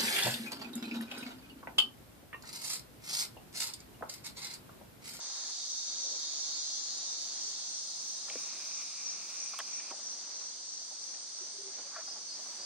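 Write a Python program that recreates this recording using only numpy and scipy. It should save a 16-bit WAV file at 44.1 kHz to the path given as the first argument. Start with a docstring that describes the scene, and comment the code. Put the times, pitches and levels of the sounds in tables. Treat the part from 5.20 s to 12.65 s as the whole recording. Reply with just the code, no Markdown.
"""Cicadas and crickets of a tropical forest

Insects sing all round a camera. A near cicada, two click trains shaped by a resonance curve, buzzes and winds
down over a noise chorus, a throbbing group and a narrow band that rises slightly in pitch until 3 s, then sinks.
Resonated noise strokes make whistles, crickets and a high katydid; three gliding tones chirp. Tapped resonances
make a zoom motor whir between clicks of its lever, while fingers knock, brush and creak on the body over rustle,
hiss and faint hum."""
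import sys
import numpy as np
from scipy import signal
from scipy.fft import rfft, irfft, next_fast_len
from scipy.io import wavfile
from scipy.ndimage import uniform_filter1d

SR = 44100
rng = np.random.default_rng(int(sys.argv[2]) if len(sys.argv) > 2 else 0)


def digitize_waveform(pressure):
    """Quantize a signal to 16-bit integers and store it at the path in sys.argv[1].

    Rows of a 2-D input are taken as channels; values are limited to [-1, 1].
    """
    field = np.atleast_2d(pressure).T
    bounded = np.clip(field, -1, 1)
    quanta = np.round(bounded * 32767).astype(np.int16)
    wavfile.write(sys.argv[1], SR, quanta)


N = 328545

# Loudness of the near cicada: time_s, level_db
CICADA_LEVEL = [(0, -44), (.3, -41.5), (.55, -41), (1.3, -38), (1.8, -41), (2.3, -42.5), (2.8, -48),
                (3.8, -56.5), (5.5, -79), (7.45, -73)]
# Buckling pace of its tymbals: time_s, pace_hz, second_tymbal_lateness_cycles
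CICADA_PACE = [(.9, 159.5, .0235), (1.0, 153, .0235), (1.1, 148.8, .0235), (1.25, 146.8, .0235),
               (1.4, 146, .0235), (1.7, 145.05, .0235), (2.03, 144.4, .023), (2.15, 143.4, .0135),
               (2.55, 142.95, .0135), (3.05, 140.9, .021), (3.6, 140.9, .021), (7.45, 135, .021)]
# Spectrum of its tymbal clicks: frequency_hz, relative_db
TYMBAL_SPECTRUM = [(3000, -24), (3250, -16.5), (3450, -8.5), (3630, -12.5), (3780, -1), (3950, -11),
                   (4250, -1), (5000, -2.5), (5480, -8.5), (6100, -1), (6450, -3), (7000, -2.5),
                   (7250, -8.5), (7600, -31)]
# Spectrum of the far chorus: frequency_hz, relative_db
CHORUS_SPECTRUM = [(2600, -30), (3100, -23), (3750, -13.5), (3930, -17.5), (4250, -4.5), (4480, -9.5),
                   (4770, -7), (5000, -5), (5240, -8.5), (5450, -5.5), (6000, -2), (6800, -7.5),
                   (7450, -21), (8300, -16), (8650, -11), (9000, -78), (9600, -24.5)]
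# Loudness of the far chorus: time_s, level_db
CHORUS_LEVEL = [(0, -42.5), (.8, -45.5), (1.5, -42.5), (2.3, -41.5), (3, -41.5), (4.5, -44), (6, -44.5),
                (7.45, -45)]
# Loudness of the throbbing group at the top of a swell: time_s, level_db
THROB_LEVEL = [(0.2, -57), (.56, -40), (1.3, -43), (2.2, -47), (2.9, -43.5), (4.2, -40), (5.5, -45),
               (7.45, -52)]
# Spectrum of the throbbing group: frequency_hz, relative_db
THROB_SPECTRUM = [(5400, -23), (5600, -5), (5750, -1.5), (5870, 2), (6000, -12), (6350, -7.5), (6650, -14),
                  (7100, -27)]
# Narrow band of insects that rises slightly in pitch until 3 s, then sinks: time_s, centre_hz, level_db
DRIFTING_BAND = [(0, 4900, -60), (2, 5020, -56), (3, 5090, -54.5), (3.8, 5050, -52.5), (4.5, 4900, -53),
                 (5.3, 4770, -54), (6.2, 4730, -53), (7.45, 4650, -53)]
# Thin steady whistles in the chorus: start_s, length_s, wing_hz, level_db, stroke_rate_hz
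WHISTLE_SONGS = [(.3, .7, 4786, -60, 5), (.4, 0.8, 5944, -48, 5), (0.65, 1.2, 7060, -68, 4.4),
                 (2.95, 1, 5060, -56, 5.7), (3, 1, 6347, -53, 5), (3.3, 2.6, 4780, -58, 4.3),
                 (4, 1.3, 4958, -63, 5), (3.8, 3.6, 5910, -54, 5)]
# Crickets that repeat one song: first_s, every_s, length_s, wing_hz, level_db, stroke_rate_hz
CRICKET_SINGERS = [(0, 9, 7.5, 8570, -65, 52), (2.48, 1.64, .75, 8520, -59, 44),
                   (-.1, 1.78, 1.0, 8320, -62.5, 34), (.25, 6.77, .92, 7900, -63, 60)]
# The katydid, likewise: first_s, every_s, length_s, wing_hz, level_db, stroke_rate_hz
KATYDID_SINGERS = [(.09, .396, .14, 12350, -78, 150)]
# Rising chirps: start_s, lowest_hz, peak_level_db
RISING_CHIRPS = [(6.845, 4710, -43.5), (7.065, 4200, -43), (7.38, 4160, -43)]
# Resonances of the lens barrel: centre_hz, width_hz, relative_db
BARREL_RESONANCES = [(1200, 500, -7), (2420, 520, 0), (8810, 120, -12), (9900, 1500, -13),
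                     (13500, 4000, -21)]
# Contacts with the camera: start_s, peak_db, centre_hz, rattle_s, tick_relative_db
CONTACTS = [(3.08, -43, 1300, 0.005, -30), (3.081, -48.5, 630, 0.031, -30), (3.093, -40, 2450, 0.001, -25),
            (3.0995, -32.5, 2440, 0.00082, -13), (3.104, -48, 900, 0.003, -30),
            (3.133, -45, 2200, 0.003, -30), (3.1545, -35.5, 466, 0.001, -45),
            (3.155, -44, 1700, 0.002, -30), (3.161, -45, 297, 0.0017, -40), (4.334, -40, 1010, 0.004, -30),
            (4.3885, -34, 1150, 0.0023, 4.5), (4.3894, -33.5, 3030, 0.001, -5),
            (4.391, -37, 2100, 0.002, -25), (4.393, -43, 694, 0.0071, -35), (4.397, -37, 3180, 0.0033, -25),
            (4.4005, -34.5, 1150, 0.00073, -25), (4.402, -32.5, 1660, 0.002, -25),
            (4.596, -43, 2180, 0.0066, -40), (4.709, -46, 340, 0.0013, -32), (4.709, -41, 1230, 0.002, -25),
            (4.7105, -44, 2700, 0.0015, -19), (4.715, -38.5, 790, 0.0015, -32),
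            (4.722, -38, 760, 0.0032, -35), (4.733, -47, 620, 0.0062, -35), (4.723, -48, 1850, 0.0024, -30),
            (4.794, -50, 950, 0.0036, -30), (5.21, -51, 980, 0.006, -30), (5.71, -51, 700, 0.007, -30),
            (5.944, -51, 1980, 0.002, -25), (5.945, -53, 2980, 0.002, -25),
            (6.762, -38.5, 1100, 0.0041, -35), (6.763, -48, 1600, 0.0027, -37),
            (6.875, -48, 920, 0.0073, -30), (6.957, -49.5, 880, 0.016, -30), (7.19, -49, 670, 0.0032, -30),
            (7.261, -52, 935, 0.0052, -30)]
# Modes of the camera body: frequency_hz, relative_db, t60_s
BODY_MODES = [(200, -2, .035), (260, -3, .03), (380, -2, .028), (500, 1, .028), (620, 0, .03),
              (780, 1, .025), (1100, 0, .022), (1300, 0, .018), (1600, 0, .014), (1850, -1, .012),
              (2380, 1, .016), (2650, -1, .014), (2950, 1, .016), (3200, 1, .025)]
# Cloth or skin brushing the body: start_s, length_s, centre_hz, width_hz, level_db
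BRUSH_STROKES = [(0.0, 0.32, 1000, 1910, -58.5), (0.821, 0.15, 497, 500, -61),
                 (6.581, 0.02, 600, 900, -53.5), (6.712, 0.12, 1170, 940, -55.5),
                 (6.742, 0.061, 1480, 700, -51.5), (6.761, 0.039, 633, 150, -50)]
# Low creaks of the grip: start_s, length_s, pitch_hz, level_db
GRIP_CREAKS = [(6.21, 0.029, 381, -63), (6.34, 0.032, 402, -61.5), (6.385, 0.037, 400, -62),
               (6.432, 0.074, 393, -60), (6.635, 0.045, 568, -66), (7.387, .1, 565, -64.5)]
# Spectrum of distant leaves and water: frequency_hz, relative_db
RUSTLE_SPECTRUM = [(53, -73), (90, -25.5), (154, -18.5), (177, -6.5), (282, -5), (319, -2.5), (408, -6),
                   (690, -1.5), (857, -3.5), (969, -4), (1060, -4), (1600, -6.5), (2340, -8), (2900, -9.5),
                   (3600, -8.5), (4680, -40)]
# Loudness of the rustle: time_s, level_db
RUSTLE_LEVEL = [(0, -59), (1, -58.5), (2.5, -59), (4, -58.5), (5.5, -60), (7.45, -58)]
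# Spectrum of the thin treble: frequency_hz, relative_db
HISS_SPECTRUM = [(7200, -9), (8600, -10), (9050, -9), (10200, -17), (11200, -23), (12300, -21),
                 (13200, -39), (14300, -19.5), (15900, -17)]
# Loudness of the thin treble: time_s, level_db
HISS_LEVEL = [(0, -70), (1.5, -65.5), (4.3, -66), (5, -73), (7.45, -71.5)]
# Faint hum: time_s, pitch_hz, level_db
HUM_TONE = [(0, 186, -86), (3.3, 188.8, -76.5), (4.5, 188.9, -78.5), (7.45, 188.4, -100)]

BODY_LAG_S = 2.5e-5  # the lens side of the body is nearer the right port


def undb(db):
    """Definition of the decibel: amplitude ratio from level."""
    return 10 ** (np.asarray(db) / 20)


def unit(x):
    """Equal mean power: scales to rms 1."""
    return x / np.sqrt(np.mean(x ** 2))


def curves(table):
    """Linear interpolation: columns of a table joined by straight lines in time."""
    s, *columns = np.transpose(table)
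    return [np.interp(np.arange(N) / SR, s, column) for column in columns]


def colour(x, table):
    """Spectral filtering: shapes x by frequency and level points, then sets rms 1."""
    hz, db = np.transpose(table)
    size = next_fast_len(N, True)
    f = np.fft.rfftfreq(size, 1 / SR) + 1e-3  # keeps the logarithm finite
    gain = undb(np.interp(np.log(f), np.log(hz), db, -120, -120))
    return unit(irfft(rfft(x, size) * gain, size)[..., :N])


def ring(x, hz, width_hz):
    """Second-order resonance with gain 1 at the centre."""
    return signal.lfilter(*signal.iirpeak(hz, hz / width_hz, SR), x)


def walk(rate, size=N):
    """Smoothed random modulation: levels held 1 / rate s and averaged twice; spread 1."""
    k = int(SR / rate)
    held = np.repeat(rng.standard_normal(size // k + 3), k)
    return unit(uniform_filter1d(uniform_filter1d(held, k), k))[:size]


def gate(start, end, edge):
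    """Amplitude window: 1 from start to end with soft edges."""
    t = np.arange(N) / SR
    return np.clip(np.minimum(t - start, end - t) / edge + .5, 0, 1)


def diffuse(count):
    """Diffuse-field coherence: ports hear alike bass, unlike sound once their gap nears half a wave."""
    gap_m, likeness, sound_speed = .028, .61, 343  # speed in m/s
    size = next_fast_len(count, True)
    like = likeness * np.sinc(2 * np.fft.rfftfreq(size, 1 / SR) * gap_m / sound_speed)
    mid, side = rfft(rng.standard_normal((2, size))) * np.sqrt([1 + like, 1 - like])
    return irfft(np.array([mid + side, mid - side]), size)[:, :count] / np.sqrt(2)


def ports(x, lag_s, pan_db=0.):
    """Arrival-time difference: a sound from one side reaches the left port lag_s later."""
    size = next_fast_len(N, True)
    turn = np.exp(-2j * np.pi * np.fft.rfftfreq(size, 1 / SR) * lag_s)
    left = irfft(rfft(x, size) * turn, size)[:N]
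    return np.array([left * undb(pan_db / 2), x * undb(-pan_db / 2)])


def forest(x, t60, wet_db, lag_s, pan_db):
    """Reverberant scattering: direct sound plus decaying echoes of trunks and leaves; power is kept."""
    t = np.arange(int(SR / 2)) / SR
    tail = diffuse(len(t)) * 1000. ** (-t / t60)
    tail = tail / np.sqrt(np.sum(tail ** 2) / 2)
    wet = signal.fftconvolve(x[None], tail, axes=1)[:, :N]
    return (ports(x, lag_s, pan_db) + undb(wet_db) * wet) / np.sqrt(1 + undb(2 * wet_db))


def pace():
    """Entrainment: the tymbals race until they lock, settle, then slowly loosen in timing."""
    lock_s, settle_s = .9, .04
    tight, loose, loosen_per_s2 = .0004, .015, .0004  # parts of the timing scatter, in cycles
    since = np.clip(np.arange(N) / SR - lock_s, 0, None)
    scatter = tight + loose * np.exp(-since / settle_s) + loosen_per_s2 * since ** 2
    hz, late = curves(CICADA_PACE)
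    return hz, late, scatter


def cicada():
    """Periodic impulses: two tymbals buckle in turn; steady timing gives a line comb, loose timing a rasp."""
    weak_side_db, click_scatter_db = -6, .8
    hz, late, scatter = pace()
    half_cycles = np.cumsum(2 * hz / SR)
    count = np.arange(1, int(half_cycles[-1]))
    second = count % 2  # 1 for the second, softer tymbal
    at = np.interp(count, half_cycles, np.arange(N))
    chance = rng.standard_normal((len(count), 2))
    now = at.astype(int)
    at = at + (scatter[now] * chance[:, 0] + late[now] * second) * SR / hz[now]
    size = undb(weak_side_db * second + click_scatter_db * chance[:, 1])
    # windowed sinc places each click between samples
    taps = np.arange(-8, 9)
    spots = np.round(at)[:, None] + taps
    clicks = size[:, None] * np.sinc(spots - at[:, None]) * np.hanning(len(taps) + 2)[1:-1]
    pulses = np.bincount(np.clip(spots, 0, N - 1).astype(int).ravel(), clicks.ravel(), N)
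    song = colour(pulses, TYMBAL_SPECTRUM) * undb(curves(CICADA_LEVEL)[0])
    return forest(song, t60=.9, wet_db=2.5, lag_s=8e-5, pan_db=-1.3)


def chorus():
    """Incoherent superposition: countless far cicadas merge into a noise band combed by fixed echoes."""
    echo_share = 1.1
    echoed = forest(rng.standard_normal(N), t60=.35, wet_db=2.9, lag_s=8e-5, pan_db=-.32)
    return colour(diffuse(N) + echo_share * echoed, CHORUS_SPECTRUM) * undb(curves(CHORUS_LEVEL)[0])


def throbbing_group():
    """Amplitude modulation: a nearer group's noise band swells three times a second."""
    peak_s, every_s, sharpness = .56, .333, 1.7
    t = np.arange(N) / SR
    swell = np.abs(np.cos(np.pi * (t - peak_s) / every_s)) ** sharpness
    song = colour(rng.standard_normal(N), THROB_SPECTRUM) * undb(curves(THROB_LEVEL)[0]) * swell
    return forest(song, t60=.22, wet_db=-4., lag_s=9e-5, pan_db=-.27)


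def drifting_group():
    """Quadrature modulation: slow noise on a drifting carrier is a narrow band of many alike wings."""
    width_hz = 250
    hz, db = curves(DRIFTING_BAND)
    lowpass = signal.butter(2, width_hz / 2, fs=SR, output="sos")
    slow = signal.sosfilt(lowpass, rng.standard_normal((2, 2, N)))
    phase = 2 * np.pi * np.cumsum(hz) / SR
    return undb(db) * unit(slow[0] * np.cos(phase) + slow[1] * np.sin(phase))


def wings(song_rows, width_hz, depth, edge):
    """Stridulation: a file drawn over a scraper, stroke after uneven stroke, rings the narrow wing."""
    out = np.zeros(N)
    for start, length, hz, db, rate in song_rows:
        end = start + length
        span = slice(max(int((start - edge) * SR), 0), min(int((end + edge) * SR), N))
        size = span.stop - span.start
        uneven_rate = rate * (1 + .25 * walk(4.6, size))
        stroke = np.sin(np.pi * np.cumsum(uneven_rate) / SR) ** 2
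        scrape = rng.standard_normal(size) * (1 - depth * stroke) * undb(.46 * walk(8.1, size))
        tone = unit(ring(ring(scrape, hz, width_hz), hz, width_hz))
        out[span] += undb(db) * gate(start, end, edge)[span] * tone
    return out


def songs(singers, stop_s):
    """Periodic repetition: one song row for every repeat before stop_s."""
    return [(s, *song) for first, every, *song in singers for s in np.arange(first, stop_s, every)]


def whistles():
    """Sharp resonance: very narrow wings turn shallow strokes into thin whistles."""
    song = wings(WHISTLE_SONGS, width_hz=22., depth=.26, edge=.083)
    return forest(song, t60=.62, wet_db=2., lag_s=8e-5, pan_db=-.5)


def crickets():
    """Resonant stridulation: deep, fast strokes make each cricket trill."""
    song = wings(songs(CRICKET_SINGERS, N / SR - .1), width_hz=140., depth=.96, edge=.04)
    return forest(song, t60=.3, wet_db=4., lag_s=6e-5, pan_db=-4.)


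def katydid():
    """Broad resonance: a heavily damped wing gives a high, noisy song, with no repeat begun after 1.9 s."""
    song = wings(songs(KATYDID_SINGERS, 1.9), width_hz=600., depth=.6, edge=.048)
    return forest(song, t60=.17, wet_db=3., lag_s=8e-5, pan_db=-1.5)


def chirps():
    """Frequency modulation: a hoarse whistle glides upward, blurred by echoes."""
    length_s, top_hz, hoarse_hz = .11, 5200, 230
    out, t = 0, np.arange(N) / SR
    for start, low_hz, db in RISING_CHIRPS:
        part = np.clip((t - start) / length_s, 0, 1)
        glide_hz = low_hz + (top_hz - low_hz) * np.sin(np.pi / 2 * part)
        hz = glide_hz + hoarse_hz * walk(220)
        swell = np.sin(np.pi * part) * (part < 1)
        out = out + undb(db) * swell * np.sin(2 * np.pi * np.cumsum(hz) / SR)
    return forest(np.sqrt(2) * out, t60=.5, wet_db=1.5, lag_s=3e-5, pan_db=-.5)


def zoom():
    """Forced resonance: gear teeth tap evenly and puff noise into the modes of the lens barrel."""
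    start_s, end_s, level_db = 3.11, 4.71, -58.5
    teeth_hz, waver_hz = 143.8, .9
    wobble_hz, wobble_s, fastest_s = .9, .46, 3.28  # the pace swings once a turn of the big gear
    roughness = .9  # noise beside each clean tap
    t = np.arange(N) / SR
    wobble = wobble_hz * np.cos(2 * np.pi * (t - fastest_s) / wobble_s)
    turns = np.cumsum(teeth_hz + waver_hz * walk(30) + wobble) / SR
    taps = np.diff(np.floor(turns), prepend=0) * undb(2.6 * walk(60))
    puffs = rng.standard_normal(N) * (1.3 + np.exp(-(turns % 1) / .38))
    teeth = unit(taps) + roughness * unit(puffs)
    whir = 0
    for hz, width_hz, db in BARREL_RESONANCES:
        whir = whir + undb(db) * unit(ring(ring(teeth, hz, width_hz), hz, width_hz))
    return ports(undb(level_db) * gate(start_s, end_s, .0032) * whir, BODY_LAG_S, -.32)


def knocks():
    """Modal excitation: a short contact rattle rings modes near its colour; hard contacts add a bright tick."""
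    tick_hz, tick_width_hz = 8300, 4000
    out, t = np.zeros(N + SR), np.arange(SR // 8) / SR
    for s, peak_db, hz, rattle_s, tick_db in CONTACTS:
        age = t / rattle_s
        push = rng.standard_normal(len(t)) * np.sqrt(age) * np.exp(-age)
        width_hz = 1.1 * hz
        push = ring(ring(push, hz, width_hz), hz, width_hz)
        body = 0
        for mode_hz, mode_db, t60 in BODY_MODES:
            near_db = mode_db - 70 * np.log2(mode_hz / hz) ** 2  # favours modes near the contact's colour
            mode = unit(ring(push, mode_hz, np.log(1000) / np.pi / t60))
            body = body + undb(near_db) * mode * np.sqrt(t60)
        tick = ring(rng.standard_normal(len(t)) * np.exp(-t / .0018), tick_hz, tick_width_hz)
        hit = body / np.abs(body).max() + undb(tick_db) * tick / np.abs(tick).max()
        out[int(s * SR):int(s * SR) + len(t)] += undb(peak_db) * hit
    return ports(out[:N], BODY_LAG_S, -.6)


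def brushes():
    """Sliding friction: soft, grainy noise with no clear attack."""
    out = 0
    for start, length, hz, width_hz, db in BRUSH_STROKES:
        rub = rng.standard_normal(N) * undb(1.2 * walk(35.14))
        rub = unit(ring(ring(rub, hz, width_hz), hz, width_hz))
        out = out + undb(db) * gate(start, start + length, .022) * rub
    return ports(out, 4e-5)


def creaks():
    """Stick-slip: plastic slips under the grip and hums unevenly."""
    out = 0
    for start, length, hz, db in GRIP_CREAKS:
        tone = np.sin(2 * np.pi * np.cumsum(hz * (1 + .03 * walk(90))) / SR)
        out = out + undb(db + 2.9 * walk(50)) * gate(start, start + length, .0072) * tone
    return ports(np.sqrt(2) * out, 4e-5)


def rustle():
    """Diffuse noise: distant leaves and water flicker in level."""
    return colour(diffuse(N), RUSTLE_SPECTRUM) * undb(curves(RUSTLE_LEVEL)[0] + 1.2 * walk(7.3))


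def hiss():
    """Diffuse noise: a thin treble flickers in level."""
    return colour(diffuse(N), HISS_SPECTRUM) * undb(curves(HISS_LEVEL)[0] + 2.8 * walk(12.))


def hum():
    """Sinusoidal oscillation: one faint tone drifts in pitch and level."""
    hz, db = curves(HUM_TONE)
    return np.sqrt(2) * undb(db) * np.sin(2 * np.pi * np.cumsum(hz) / SR)


def scene():
    """Linear superposition of all sources at the two ports."""
    insects = cicada() + chorus() + throbbing_group() + drifting_group()
    insects = insects + whistles() + crickets() + katydid() + chirps()
    handling = zoom() + knocks() + brushes() + creaks()
    return insects + handling + rustle() + hiss() + hum()


def record(dry):
    """Band limiting: the camera cuts the bass steeply, adds a trace of noise and cuts the very top."""
    left_db, noise_db, bass_cut_hz, top_hz = -.2, -100, 150, 15720
    highpass = signal.butter(3, bass_cut_hz, "high", fs=SR, output="sos")
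    wired = signal.sosfilt(highpass, dry * undb([[left_db], [0]]))
    wired = wired + undb(noise_db) * rng.standard_normal(dry.shape)
    return signal.sosfilt(signal.ellip(10, .2, 70, top_hz, fs=SR, output="sos"), wired)


dry = scene()
out = record(dry)
digitize_waveform(out)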